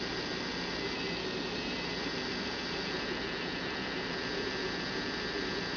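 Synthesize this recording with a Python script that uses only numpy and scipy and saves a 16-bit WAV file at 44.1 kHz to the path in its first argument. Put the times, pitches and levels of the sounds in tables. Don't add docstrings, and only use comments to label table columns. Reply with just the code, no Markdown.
import sys
import numpy as np
from scipy import signal
from scipy.fft import rfft, irfft
from scipy.io import wavfile

SR = 44100
rng = np.random.default_rng(int(sys.argv[2]) if len(sys.argv) > 2 else 0)


def to_wav(sig):
    pcm = np.clip(np.atleast_2d(sig), -1, 1) * 32767
    pcm = np.round(pcm).astype(np.int16)
    wavfile.write(sys.argv[1], SR, pcm.T)


N = 254060
T = np.arange(N) / SR
SURGE_HZ, SURGE_PEAK_S, TURNS_PER_SURGE = 7.267, .078, 20

# time in seconds, angle in degrees.
SWING = [(0, 5), (.72, 6), (.85, -12), (.97, -15.5), (1.15, -21), (1.27, -60), (1.48, -56), (1.67, -31),
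         (1.84, -29), (2, -3), (2.25, 15.5), (2.85, 19), (3.15, 56), (3.6, 61), (4, 53), (4.25, 36),
         (5.76, 31)]


def amp(db):
    return 10 ** (np.asarray(db) / 20)


def unit(x):
    return x / np.sqrt(np.mean(x ** 2) + 1e-20)


def curve(rows):
    return np.interp(T, *np.transpose(rows))


def bumps(rows):
    return sum(height * np.exp(-((T - centre) / length) ** 2) for centre, length, height in rows)


def colour(x, points):
    hz, db = np.transpose(points)
    gain = amp(np.interp(np.log(np.fft.rfftfreq(N, 1 / SR) + 1), np.log(hz), db))
    return unit(irfft(rfft(x) * gain, N))


def drift(rate):
    knots = rng.standard_normal(8192)
    return unit(np.interp(T * rate, np.arange(len(knots)), knots))


def resonate(x, hz, width_hz):
    carrier = np.exp(2j * np.pi * np.cumsum(hz) / SR)
    pole = np.exp(-np.pi * width_hz / SR)
    envelope = signal.lfilter([(1 - pole) ** 2], [1, -2 * pole, pole * pole], x / carrier)
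    return 2 * (carrier * envelope).real


def lobe(angle, facing, spread=14.7):
    return np.exp(-((angle - facing) / spread) ** 2)


def from_moment(turns, moment):
    return (turns - moment + .5) % 1 - .5


def ventilation(rush_db=-40.5, flicker_db=1.5, swell_waver_hz=4.9):
    # frequency in Hz, relative level in dB.
    rush_spectrum = [(20, -30), (31, -23), (40, -10.5), (48, -12.5), (75, -19.5), (105, -13.5), (140, -9),
                     (175, -5), (215, -9), (260, -4), (300, -3.5), (345, -5), (385, -2.5), (470, -7),
                     (680, -13), (920, -10.5), (1400, -21), (4000, -67.5)]
    # pitch in Hz, level in dB, waver in Hz.
    hum_tones = [(56.8, -57, 0.52), (84.8, -63.5, 0.51), (114.9, -61, 0.76), (175, -52, 0.68),
                 (199.8, -54, 0.88), (243.4, -52.5, 0.4), (264.3, -51.5, 0.39), (302.7, -55.5, 0.94),
                 (368.4, -56.5, 3.04), (417.7, -52.5, 3.2)]
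    # centre in seconds, half length in seconds, pitch in Hz, level in dB.
    rumble_swells = [(0.176, 0.032, 378, -45.5), (0.333, 0.033, 371, -44), (0.786, 0.036, 400, -40),
                     (.85, 0.042, 392, -41), (.94, 0.016, 377.5, -42), (1.075, 0.058, 382, -43),
                     (1.116, 0.026, 172, -40.5), (1.263, 0.067, 376.7, -42), (1.36, 0.028, 368, -38),
                     (1.47, .025, 385, -42.5), (2.073, 0.07, 275, -43.5), (2.166, 0.046, 380, -41),
                     (2.297, 0.061, 380, -45), (2.408, .02, 185, -42.5), (2.783, .035, 386, -41.5),
                     (2.96, .04, 369, -41.5), (3.12, 0.0083, 370.7, -34), (3.247, 0.014, 393.6, -38),
                     (3.346, 0.035, 396, -40.5), (3.76, 0.059, 368, -44.5), (3.984, 0.044, 379, -43.5),
                     (4.177, .04, 381, -41.5), (4.378, 0.031, 392, -40), (4.47, 0.012, 395, -40.5),
                     (4.648, 0.045, 375, -39.5), (4.768, 0.021, 259.4, -41), (4.985, 0.023, 381.5, -40.5),
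                     (5.08, .035, 402, -42.5), (5.186, 0.016, 403.4, -41.5), (5.374, 0.034, 395.4, -38.5),
                     (5.499, 0.061, 370, -40), (5.59, .025, 403, -39.5)]
    drone = amp(rush_db) * colour(rng.standard_normal(N), rush_spectrum)
    for hz, db, waver_hz in hum_tones:
        cycles = np.cumsum(hz + waver_hz * drift(8)) / SR + rng.random()
        drone += np.sqrt(2) * amp(db + flicker_db * drift(5)) * np.sin(2 * np.pi * cycles)
    waver = np.cumsum(swell_waver_hz * drift(40)) / SR
    for centre, length, hz, db in rumble_swells:
        swell = bumps([(centre, length, amp(db))])
        drone += np.sqrt(2) * swell * np.sin(2 * np.pi * (hz * T + waver + rng.random()))
    return drone


def surging(moment=0):
    return np.cos(2 * np.pi * (SURGE_HZ * (T - SURGE_PEAK_S) - moment))


def crank(surge_depth_hz=1.0, sharpness=3.1, wander_hz=.059):
    # time in seconds, speed in Hz.
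    speed = [(0, 145.5), (.68, 145.25), (.95, 144.2), (1.12, 143.9), (1.28, 142.6), (1.6, 143), (2.02, 145),
             (2.5, 145.35), (3.15, 144.7), (3.85, 144.95), (4.3, 145.5), (5.76, 145.6)]
    # centre in seconds, half length in seconds, speed lost in Hz.
    snags = [(.98, 0.03946, 0.774), (3.46, 0.056, .4), (4.0, .03, 1)]
    surge = np.exp(sharpness * (surging() - 1))
    hz = curve(speed) - bumps(snags) + surge_depth_hz * (surge - surge.mean()) + wander_hz * drift(40)
    return np.cumsum(hz) / SR


def knocks(turns, moment, slop_turns=.0011, contact_turns=.003, uneven_db=1.0):
    turn = np.round(turns - moment).astype(int) + 1
    pattern = rng.standard_normal((TURNS_PER_SURGE, 2))
    play = pattern[np.arange(1024) % TURNS_PER_SURGE] + .22 * rng.standard_normal((1024, 2))
    late, force = slop_turns * play[:, 0], amp(uneven_db * play[:, 1])
    offset = from_moment(turns, moment + late[turn])
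    blow = np.exp(-.5 * np.minimum(abs(offset / contact_turns), 10) ** 2)
    return force[turn] * blow / (2 * contact_turns * np.sqrt(np.pi))


def sliding_hiss(turns, level_db=-43, side_on_db=-1, grit_db=1.5, worn_share=.3, grain_points=6080):
    # frequency in Hz, relative level in dB.
    hiss_spectrum = [(500, -26), (900, -8), (1300, -2.5), (1650, 0.5), (1900, 2), (2200, -2.5), (2800, 0.5),
                     (3300, -3), (3900, 0), (4600, 1.3), (5100, 0.5), (5500, -5), (6200, -10),
                     (6700, -25.5), (7200, -59.5)]
    # moment in the turn (0-1), width in turns,
    # added pressure in dB relative to the steady pressure.
    scrapes = [(0.052, 0.021, 5), (0.551, 0.048, 4)]
    pressure = 1 + sum(amp(db) * np.exp(-.5 * (from_moment(turns, moment) / width) ** 2)
                       for moment, width, db in scrapes)
    position = turns / TURNS_PER_SURGE % 1 * grain_points
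    grain = unit(np.interp(position, np.arange(grain_points), rng.standard_normal(grain_points)))
    friction = np.sqrt(worn_share) * grain + np.sqrt(1 - worn_share) * rng.standard_normal(N)
    hiss = colour(friction * pressure * amp(grit_db * drift(700)), hiss_spectrum)
    angle = curve(SWING)
    side_on = 1 - np.cos(np.radians(angle + 10))
    treble = signal.sosfiltfilt(signal.butter(6, 4900, "high", fs=SR, output="sos"), hiss)
    shade = amp(-4 * lobe(angle, facing=64, spread=22))
    return amp(level_db + side_on_db * side_on) * (hiss - treble + shade * treble)


def pings(turns, moment=.16, seated_hz=2593, drop_hz=190, drop_s=.013,
          attack_s=.014, hold_s=.039, release_s=.012, uneven_db=1.2):
    # time in seconds, gain in dB.
    strength = [(0, -61.5), (1.8, -50), (2.1, -49.5), (3.2, -46.5), (4, -47.5), (4.3, -49), (5.76, -49)]
    age_s = (SURGE_HZ * (T - SURGE_PEAK_S) - moment) % 1 / SURGE_HZ
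    pitch = seated_hz + drop_hz * np.exp(-age_s / drop_s)
    ring = resonate(knocks(turns, 0), pitch, width_hz=120)
    burst = np.minimum(age_s / attack_s, 1) * np.exp(-np.maximum(age_s - hold_s, 0) / release_s)
    return ring * burst * amp(curve(strength) - uneven_db * drift(6))


def grip_shifts(pitches, edge_s=.018):
    # start and end in seconds, pitch in Hz (the nearest mode responds), gain in dB.
    spells = [(.79, .88, 2586, 5.5), (.81, 0.938, 2024, 2), (.95, 1.04, 2586, 9.5), (.95, 1.17, 4786, 7),
              (.97, 1.02, 2024, -6), (.97, 1.06, 2907, 7), (1.05, 1.154, 2024, 2.5), (1.06, 1.22, 2586, 5),
              (1.23, 1.28, 2586, -11), (1.54, 1.64, 4314, 6), (1.56, 1.737, 2586, 7.5),
              (1.62, 1.74, 2907, 8), (1.76, 1.836, 2024, 3.5), (1.77, 1.853, 2586, 6),
              (1.87, 1.97, 4786, 2), (1.9, 1.98, 2024, 0), (1.97, 2.117, 5234, 5.5),
              (3.15, 3.24, 2024, 0.5), (3.97, 4.074, 2024, 2.5)]
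    extra_db = np.zeros((len(pitches), N))
    for start, end, hz, db in spells:
        gate = np.clip(.5 + np.minimum(T - start, end - T) / edge_s, 0, 1)
        extra_db[np.argmin(abs(pitches - hz))] += db * gate
    return extra_db


def ringing_metal(turns):
    # pitch in Hz, width in Hz, gain in dB, stroke that knocks it
    # (0 down, .5 up), angle in degrees and gain in dB of a first lobe or shadow, the same for a second,
    # depth in dB of its pulsing with the surges, moment of that pulse in each surge (0-1).
    modes = [ (1164, 100, -63.5, 0, 1.5, 4.5, 34.5, 8.5, 2.5, 0.5),
             (1313, 62, -54.5, 0, -40, -15.5, -7.5, -6.5, 1, 0.2),
             (1453.5, 120, -53, 0, -38.5, -4.5, -8, -2, 0.5, .9),
             (1602, 55, -50, 0, -24.5, -11, 34.5, 2, 1.5, .69),
             (1760, 66, -56, 0, 33.5, 9, 60.5, 9, 1.5, .5),
             (1880.4, 100, -48, 0, -25.5, -4.5, 17.5, -1.8, 1.5, 0.82),
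             (2021, 62, -51, 0, -55, -11, -17, 2.5, 2.5, .45),
             (2314, 150, -57.5, .5, -51, -15, 32, -1, 4.5, 0.1),
             (2476, 67, -69, 0, 17.5, -0.5, 59, 7, 1.5, 0), (2592, 90, -62, 0, -55, 10.5, -24, 9, 1, .8),
             (2728, 130, -57, 0, 0.5, 0.5, 24, -4, 5, 0), (2902, 100, -58, .5, -31, 3, 51, 7, 2, .45),
             (3016, 84, -56.5, .5, -45, -5, 57, 3, 4.5, 0.05),
             (3186, 67, -61.5, 0, -40.5, 13.5, 16, 4, 6.5, 0.42),
             (3300, 170, -57, 0, -12.5, 2, 59, -6, 0.5, 1),
             (3448, 120, -51.5, .5, -29, -3.5, 45.5, -5, 2, 0.5),
             (3600, 96, -60, 0, -16, -2.5, 48, 2.5, 1, 0.3),
             (3760, 140, -56.5, 0, 31.5, 5.5, 66, 4, 4.5, 0.91),
             (3870, 150, -53.5, 0, 16, -12, 46.5, -8.5, -1.5, 1),
             (4000, 110, -64, 0, 29.5, 4, 55.5, 6.5, 0.5, 0.5),
             (4136, 92, -68, .5, 14.5, 8, 56, -3, 4, 0.6), (4297, 270, -60, .5, -15, -5, 9.5, -5, 5.5, .85),
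             (4542, 240, -51.5, 0, 1, -2, 53, -13.5, 2, 0.8), (4613, 68, -52, .5, 26, 4.5, 40, -1, 3.5, 1),
             (4790, 130, -52, 0, -57, -9.5, 67.5, -10, 2.5, 0.65),
             (4925, 88, -50, .5, 18.5, -4.5, 60.5, -14.5, 0, 0.9),
             (5190, 79, -61.5, 0, 17.5, 6.5, 33.5, -3.5, 5, .7),
             (5500, 62, -67.5, 0, -36, -4.5, 15, 8, 6.5, 0), (6100, 46, -71, 0, 2.5, 12, 34, 9.5, 0, 0.3),
             (6370, 120, -74, .5, 15, 5.5, 33, 5, 2, 0.9)]
    pitches = np.array([mode[0] for mode in modes])
    angle, metal = curve(SWING), np.zeros(N)
    strokes = {0: knocks(turns, 0), .5: knocks(turns, .5)}
    for mode, grip_db in zip(modes, grip_shifts(pitches)):
        hz, width, db, stroke, first, first_db, second, second_db, pulse_db, pulse_moment = mode
        b, a = signal.iirpeak(hz, hz / width, fs=SR)
        ring = signal.lfilter(b, a, signal.lfilter(b, a, strokes[stroke]))
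        beam_db = first_db * lobe(angle, first) + second_db * lobe(angle, second)
        metal += ring * amp(db + beam_db + grip_db + pulse_db * surging(pulse_moment))
    return metal


def scene():
    turns = crank()
    mono = ringing_metal(turns) + pings(turns) + sliding_hiss(turns) + ventilation()
    return np.array([mono, mono])


def record(dry):
    lowpass = signal.firwin(511, 7080, window=("kaiser", 9), fs=SR)
    return signal.oaconvolve(dry, lowpass[None], "same")


dry = scene()
out = record(dry)
to_wav(out)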